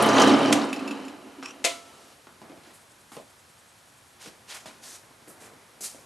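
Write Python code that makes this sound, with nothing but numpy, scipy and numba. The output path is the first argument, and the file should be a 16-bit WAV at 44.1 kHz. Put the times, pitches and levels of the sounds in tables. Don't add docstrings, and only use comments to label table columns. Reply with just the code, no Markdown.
import sys
import numpy as np
from scipy import signal
from scipy.fft import rfft, irfft, next_fast_len
from scipy.io import wavfile
from scipy.ndimage import uniform_filter1d
from numba import njit

SR = 44100
rng = np.random.default_rng(int(sys.argv[2]) if len(sys.argv) > 2 else 0)


def dump(signal):
    limited = np.clip(np.atleast_2d(signal).T, -1, 1)
    pcm = np.round(limited * 32767).astype(np.int16)
    wavfile.write(sys.argv[1], SR, pcm)


N = 266805
T = np.arange(N) / SR

# [f/Hz, level/dB per Hz]
HISS_SPECTRUM = [(18, -58), (30, -3), (106, 4.5), (300, -6), (710, -3), (786, -2.5), (1240, -2.5),
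                 (1440, -2.5), (2160, -6.5), (11500, -11), (12700, -17.5), (16500, -36), (22000, -120)]
# [f/Hz, correlation]
HISS_LIKENESS = [(200, 0.73), (600, 0.57), (2000, 0.61), (4000, 0.89)]
# [f/Hz, level/dB]
HISS_SIDE_GAIN = [(130, -43), (260, 8)]
# [t/s, rumble level/dB, casting boom minus rumble level/dB]
PRESS_COAST = [(0, -18.5, -5), (.12, -20.5, -7), (.21, -14.5, -7), (.34, -21.5, 3), (.46, -23.5, -3.5),
               (.6, -29, 5), (.72, -37, 0.5), (.95, -39, 2.5), (1.2, -50.5, 0), (1.5, -51, 0),
               (1.8, -54, -3), (2.1, -49, -12.5)]
# [t/s, level/dB]
BOOM_SWELLS = [(.52, 7.5), (.82, 6.5), (.92, 4), (1.07, 5.5), (1.27, 7), (1.4, 5.5), (1.62, 4)]
# [f/Hz, width/Hz, level/dB]
BOOM_RESONANCES = [(222.4, 13, -6), (270.4, 14.7, 4), (246.4, 30, -4), (290.7, 7.7, -0.5), (375, 17, -5.5)]
# [f/Hz, width/Hz, level/dB]
RUMBLE_RESONANCES = [(448, 20.8, -18), (558, 12, -4), (703, 68, -3), (684, 48, 6), (836, 20, 4.5),
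                     (944, 84, 0), (1177, 20, 0.5), (1187, 16, -6), (1385, 18, -8)]
# [f/Hz, level/dB per Hz]
RUMBLE_SPECTRUM = [(35, -91), (60, -59), (107, -34), (277, -6), (471, -5), (1220, -10), (2500, -26),
                   (3250, -54.5), (5500, -120)]
# [f/Hz, level/dB per Hz]
GRIND_SPECTRUM = [(1000, -17), (1700, -6), (2460, -4), (3060, -0.5), (3410, -11.5), (3950, -5.5),
                  (4840, -12), (10400, -23), (11700, -37.5), (12000, -65.5), (15600, -106), (22000, -120)]
# [f/Hz, level/dB]
HUM_TONES = [(119, -39.5), (154, -39.5)]
# [t/s, peak level/dB, centre f/Hz]
SCRATCH_TICKS = [(0.023, -19, 9500), (0.059, -26, 10000), (0.087, -21, 5700), (.134, -26, 6000),
                 (0.181, -11, 3530), (0.198, -20.5, 6240), (0.218, -12, 5540), (.274, -22.5, 6300),
                 (.294, -21, 4000), (0.421, -39, 3880), (0.616, -27, 4250), (0.647, -38, 8500)]
# [t/s, level/dB, ring level/dB, splash t60/s, left minus right level/dB]
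CLACK_EVENTS = [(.525, -7.5, -9, 0.047, -1), (0.532, -27, -33, 0.29, 0), (1.641, -19.5, -35, .12, 5.5),
                (1.647, -12.5, -2.5, 0.1, 3.5), (1.660, -27, -28, 0.4, 0)]
# [f/Hz, level/dB, t60/s]
PLATE_MODES = [(292, -6, .3), (375, -9, .2), (500, -1, .17), (535, -4, .2), (645, -7, .2), (685, -1, .4),
               (1010, -9, .25), (1335, -19, 1.0)]
# [f/Hz, level/dB per Hz]
SPLASH_SPECTRUM = [(200, -39), (500, -14), (1400, 1), (1650, -7.5), (2000, 4), (3900, 2), (5200, -0.5),
                   (6800, 1.5), (11200, -8), (12600, -17)]
# [t/s, peak level/dB, centre f/Hz]
BENCH_KNOCKS = [(0.615, -20, 990), (1.427, -26, 1190), (2.270, -35.5, 1055), (2.417, -35, 755),
                (2.498, -38, 302), (2.519, -39, 546), (2.574, -40, 182), (2.674, -45, 312),
                (3.119, -34.5, 850), (3.168, -28.5, 507), (4.26, -36.5, 198), (4.658, -32.5, 580),
                (5.276, -41, 346), (5.414, -48, 298), (5.535, -44.5, 269), (5.808, -39.5, 355),
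                (5.947, -39.5, 490)]
# [t/s, level/dB]
RATTLE_TICKS = [(0.689, -38), (0.7294, -21), (0.762, -31), (0.7928, -33), (0.8773, -28.5), (0.9096, -28.5),
                (0.996, -44), (1.051, -37), (1.082, -35.5)]
# [f/Hz, level/dB, t60/s]
LOOSE_PART_MODES = [(2635, 0, .045), (5255, -2, .03), (7035, -3, .045), (7900, -12, .03), (10800, -7, .04)]
# [f/Hz, width/Hz, level/dB]
DRAG_RESONANCES = [(1220, 300, -3), (2610, 450, -1), (5570, 500, -4), (6560, 2700, -5)]
# [start t/s, rise t/s, hold t/s, level/dB, centre f/Hz, plate minus chips level/dB]
CHIP_STROKES = [(1.83, 0.024, 0.28, -60.5, 4320, -8), (2.617, .02, .08, -66.5, 4000, 9.5),
                (2.72, 0.023, .015, -56, 9100, -7), (3.112, .01, 0.042, -54.5, 8550, 1.5),
                (4.181, 0.034, 0.062, -50, 5330, 0.5), (4.462, 0.038, 0.028, -43, 3180, -5),
                (4.537, 0.01, 0.0084, -46, 6560, 1), (4.655, 0.0045, 0.022, -50.5, 3480, 1.5),
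                (4.805, 0.033, 0.12, -47, 6500, -6), (5.27, .012, 0.028, -51.5, 10000, -11),
                (5.392, 0.016, 0.057, -55, 7600, -0.5), (5.804, .005, 0.041, -39, 7900, -15.5),
                (5.824, 0.022, 0.022, -40.5, 6660, -12)]
# [t/s, level/dB]
SHUFFLE_LEVEL = [(2.3, -53), (2.41, -61), (2.43, -52), (2.62, -56), (2.86, -63), (4.02, -65.5), (4.73, -56),
                 (5.2, -60.5), (5.46, -53.5), (5.7, -60.5), (6.05, -56)]
# [f/Hz, level/dB per Hz]
SHUFFLE_SPECTRUM = [(47, -42), (80, -8.5), (239, -1.5), (610, -3.5), (665, -2.5), (746, -3.5), (1390, -7),
                    (2500, -12), (3250, -36), (5500, -120)]
# [f/Hz, level/dB]
REFLECTION_WIDTH = [(60, -1), (250, -6), (640, -4), (1200, -9), (4000, -9)]
# [f/Hz, level/dB]
DIFFUSE_SIDE_GAIN = [(4400, -6), (5000, -45)]

HISS_DB = -56.5
SWITCH_OFF_S, MOTOR_T60_S = 0.535, 0.33
GRIND_DB, GRIND_PER_RUMBLE = -31.5, 0.89
STOP_S, STOP_FADE_S, SWELL_S = 2.32, 0.58, 0.018
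TICK_T60_S, KNOCK_T60_S = 0.063, 0.22
RATTLE_DULL_DB_PER_OCTAVE = 5.46
DRAG_START_S, DRAG_END_S, DRAG_DB = 1.427, 1.52, -43
STROKE_WIDTH_HZ = 7900
LIFT_T60_S, SETTLE_T60_S, SETTLE_DB = 0.097, 0.52, -5
FLICKER_START_S, FLICKER_END_S, FLICKER_PERIOD_S, FLICKER_WIDTH_S = 2.82, 4.13, .097, .018
FLICKER_DB, FLICKER_FADE_DB_PER_S = -61, -2.5
ROOM_DB, ROOM_T60_S, ROOM_WIDTH_HZ = -12.5, 0.16, 5000
TOP_HZ = 12650


def undb(db):
    return 10 ** (np.asarray(db) / 20)


def unit(x):
    return x / np.sqrt(np.mean(x ** 2))


def on_log(hz, table):
    f, v = np.transpose(table)
    return np.interp(np.log(np.maximum(hz, 1)), np.log(f), v)


def colour(x, table):
    n = next_fast_len(len(x))
    hz = np.arange(n // 2 + 1) * SR / n
    return unit(irfft(rfft(x, n) * undb(on_log(hz, table)), n)[:len(x)])


def equalise(x, table):
    hz = np.arange(N // 2 + 1) * SR / N
    return irfft(rfft(x) * undb(on_log(hz, table)), N)


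@njit
def svf(x, hz, width):
    y, b, l = np.empty(len(x)), 0., 0.
    for i in range(len(x)):
        g, k = np.tan(np.pi * hz[i] / SR), width[i] / hz[i]
        v = (b + g * (x[i] - l)) / (1 + g * (g + k))
        b, l, y[i] = 2 * v - b, l + 2 * g * v, k * v
    return y


def band(x, hz, width_hz):
    return svf(x, np.clip(hz + 0 * x, 20, .45 * SR), width_hz + 0 * x)


def band2(x, hz, width_1_hz, width_2_hz):
    return band(band(x, hz, width_1_hz), hz, width_2_hz)


def grit(scatter_db, grain_s):
    k = max(int(grain_s * SR), 1)
    size_db = scatter_db * np.minimum(rng.exponential(size=N // k + 1), 4)
    size = np.repeat(undb(size_db), k)[:N]
    return unit(rng.standard_normal(N) * uniform_filter1d(size, k))


def curve(table):
    s, *columns = np.transpose(table)
    return [np.interp(T, s, c) for c in columns]


def fall(t, t60):
    return np.exp(-np.log(1000) * t / t60)


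def ring(modes, t, dull_db_per_octave=0., scatter_db=-1.5):
    hz, db, t60 = np.transpose(modes)[:, :, None]
    level_chance, pitch_chance = rng.standard_normal((2, len(modes), 1))
    gain = undb(db + scatter_db * level_chance - dull_db_per_octave * np.log2(hz / hz.min()))
    tones = np.sin(2 * np.pi * hz * (1 + 0.00395 * pitch_chance) * t)
    y = np.sum(gain * fall(t, t60) * tones, axis=0)
    return y / np.max(np.abs(y))


def struck(modes, t, chatter_s, dull_db_per_octave=0.):
    chatter = rng.standard_normal(len(t)) * fall(t, chatter_s)
    chatter[0] = 1.6 * np.sqrt(np.sum(chatter ** 2))
    y = signal.fftconvolve(chatter, ring(modes, t, dull_db_per_octave))[:len(t)]
    return y / np.max(np.abs(y))


def add(out, s, x):
    i = int(s * SR)
    out[..., i:i + x.shape[-1]] += x[..., :N - i]


def narrow(pair, gain_table):
    mid, side = (pair[0] + pair[1]) / 2, (pair[0] - pair[1]) / 2
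    side = equalise(side, gain_table)
    return np.array([mid + side, mid - side])


def hiss():
    mid, side = (rfft(colour(rng.standard_normal(N), HISS_SPECTRUM)) for _ in range(2))
    like = np.clip(on_log(np.arange(len(mid)) * SR / N, HISS_LIKENESS), 0, 1)
    mid = irfft(mid * np.sqrt((1 + like) / 2), N)
    side = irfft(side * np.sqrt((1 - like) / 2), N)
    return undb(HISS_DB) * np.array([mid + side, mid - side])


def powered():
    return np.where(T < SWITCH_OFF_S, 1, fall(T - SWITCH_OFF_S, MOTOR_T60_S))


def tinkles():
    out, t = np.zeros(N), T[:SR // 30]
    for when, pitch, size in rng.random((150, 3)):
        ping = fall(t, 0.038) * np.sin(2 * np.pi * 1500 * 5 ** pitch * t)
        add(out, .7 * when, undb(-14 * size) * ping)
    return out


def press():
    rumble_db, boom_db = curve(PRESS_COAST)
    swell_db = sum(db * np.exp(-((T - s) / SWELL_S) ** 2) for s, db in BOOM_SWELLS)
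    boom_db = boom_db + rumble_db + swell_db
    grind_db = GRIND_DB + GRIND_PER_RUMBLE * (rumble_db + 20.5)

    jolts = grit(3.0, .003)
    boom = sum(undb(db) * unit(band2(jolts, f, 4 * w, w)) for f, w, db in BOOM_RESONANCES)
    peaks = sum(undb(db) * unit(band(jolts, f, w)) for f, w, db in RUMBLE_RESONANCES)
    rumble = unit(peaks) * undb(-8.5) + colour(grit(1.98, .003), RUMBLE_SPECTRUM)
    grind = colour(grit(1.4, .0015), GRIND_SPECTRUM) + undb(4) * tinkles()
    grind += undb(-7) * powered() * unit(band2(jolts, 3030, 250, 250))

    layers = ((boom_db, boom), (rumble_db, rumble), (grind_db, grind))
    still_turning = np.clip((STOP_S - T) / STOP_FADE_S, 0, 1)
    return still_turning * sum(undb(db) * unit(x) for db, x in layers)


def hum():
    out = np.zeros(N)
    for f, db in HUM_TONES:
        waver = unit(uniform_filter1d(rng.standard_normal(N), SR // 12))
        out += undb(db + 2.0 * waver) * np.sin(2 * np.pi * f * T)
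    return powered() * out


def ticks():
    out, t = np.zeros(N), T[:SR // 8]
    for s, db, hz in SCRATCH_TICKS:
        scratch = rng.standard_normal(len(t)) * fall(t, TICK_T60_S) * np.minimum(t / 0.0013, 1)
        tick = band2(scratch, hz, 0.41 * hz, 1.2 * hz)
        add(out, s, undb(db) * tick / np.max(np.abs(tick)))
    return out


def clacks():
    out, t = np.zeros((2, N)), T[:SR // 2]
    for s, db, ring_db, t60, pan_db in CLACK_EVENTS:
        splash = colour(rng.standard_normal(len(t)), SPLASH_SPECTRUM)
        splash = splash * fall(t, t60) * np.minimum(t / .002, 1)
        plate = band2(struck(PLATE_MODES, t, 0.042), 720, 2000, 2000)
        blow = undb(-3.0) * splash + undb(ring_db) * plate
        sides_db = db + np.array([[pan_db], [-pan_db]]) / 2
        add(out, s, undb(sides_db) * blow)
    return out


def knocks():
    out, t = np.zeros(N), T[:SR // 3]
    for s, db, hz in BENCH_KNOCKS:
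        push = 0.055 * rng.standard_normal(len(t)) * fall(t, KNOCK_T60_S)
        push[0] = 1
        contact = band2(push, hz, .5 * hz, 1.46 * hz)
        boom = band(band(push, 258, 160), 343, 420)
        edge = band(band(push, 2150, 3100), 2240, 3100)
        blow = contact + undb(2.0) * boom + undb(-18) * edge
        add(out, s, undb(db) * blow / np.max(np.abs(blow)))
    return out


def rattles():
    out, t = np.zeros(N), T[:SR // 8]
    for s, db in RATTLE_TICKS:
        crack = band(rng.standard_normal(len(t)), 2500, 2600) * fall(t, 0.095)
        part = struck(LOOSE_PART_MODES, t, 0.043, RATTLE_DULL_DB_PER_OCTAVE)
        add(out, s, undb(db) * (part + undb(-4.5) * crack))
    return out


def drag():
    release = np.where(T < DRAG_END_S, 1, fall(T - DRAG_END_S, 0.048))
    contact = (T > DRAG_START_S) * fall(T - DRAG_START_S, 0.61) * release
    progress = np.clip((T - DRAG_START_S) / (DRAG_END_S - DRAG_START_S), 0, 1)
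    lift = 1 + 0.069 * progress ** 3
    slips = grit(4.0, .005)
    body = sum(undb(db) * unit(band2(slips, f * lift, w, 2 * w)) for f, w, db in DRAG_RESONANCES)
    return undb(DRAG_DB) * contact * body


def strokes():
    out, t = np.zeros(N), T[:SR // 2]
    chips = grit(1.6, .0006)
    plate = unit(band(grit(2.1, 0.0041), 1300, 2440))
    settle = undb(SETTLE_DB)
    for s, rise, hold, db, hz, plate_db in CHIP_STROKES:
        i = int(s * SR)
        u = t[:N - i]
        after = np.maximum(u - rise - hold, 0)
        release = (fall(after, LIFT_T60_S) + settle * fall(after, SETTLE_T60_S)) / (1 + settle)
        envelope = np.minimum(u / rise, 1) ** 2.2 * release
        grains = chips[i:i + len(u)]
        scuff = unit(band2(grains, hz, STROKE_WIDTH_HZ, 2 * STROKE_WIDTH_HZ)) + undb(-10) * grains
        answer = undb(plate_db) * plate[i:i + len(u)]
        add(out, s, undb(db) * envelope * (scuff + answer))
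    return out


def shuffle():
    start = np.clip((T - SHUFFLE_LEVEL[0][0]) / 0.071, 0, 1)
    return start * undb(curve(SHUFFLE_LEVEL)[0]) * colour(grit(1.6, .006), SHUFFLE_SPECTRUM)


def flicker():
    swell = np.zeros(N)
    for s in np.arange(FLICKER_START_S, FLICKER_END_S, FLICKER_PERIOD_S):
        fade = undb(FLICKER_FADE_DB_PER_S * (s - FLICKER_START_S))
        swell += fade * np.exp(-((T - s) / FLICKER_WIDTH_S) ** 2)
    treble = band(band(rng.standard_normal(N), 7700, 4000), 8800, 6000)
    return undb(FLICKER_DB) * swell * unit(treble)


def width(x):
    t = T[:SR // 10]
    echo = rng.standard_normal(len(t)) * fall(t, .12)
    side = signal.fftconvolve(x, echo / np.sqrt(np.sum(echo ** 2)))[:N]
    side = equalise(side, REFLECTION_WIDTH)
    return np.array([side, -side])


def room(x):
    t = T[:SR]
    tails = []
    for _ in range(2):
        noise = rng.standard_normal(len(t)) * np.minimum(t / 0.03, 1)
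        middle = band(noise, 710, ROOM_WIDTH_HZ)
        tail = middle * fall(t, ROOM_T60_S) + (noise - middle) * fall(t, 0.45 * ROOM_T60_S)
        tails.append(signal.fftconvolve(x, tail / np.sqrt(np.sum(tail ** 2)))[:N])
    return undb(ROOM_DB) * np.array(tails)


def scene():
    machine = press() + hum() + ticks() + rattles()
    bench = drag() + knocks() + strokes() + flicker() + shuffle()
    machine_sides_db = np.array([[-0.1], [0.1]])
    near = machine * undb(machine_sides_db) + clacks() + bench
    mono = near.mean(axis=0)
    diffuse = width(mono) + room(mono) + narrow(hiss(), HISS_SIDE_GAIN)
    return near + narrow(diffuse, DIFFUSE_SIDE_GAIN)


def record(dry):
    dry = signal.sosfilt(signal.butter(2, 70, "high", fs=SR, output="sos"), dry)
    return signal.sosfilt(signal.ellip(12, .2, 80, TOP_HZ, fs=SR, output="sos"), dry)


dry = scene()
out = record(dry)
dump(out)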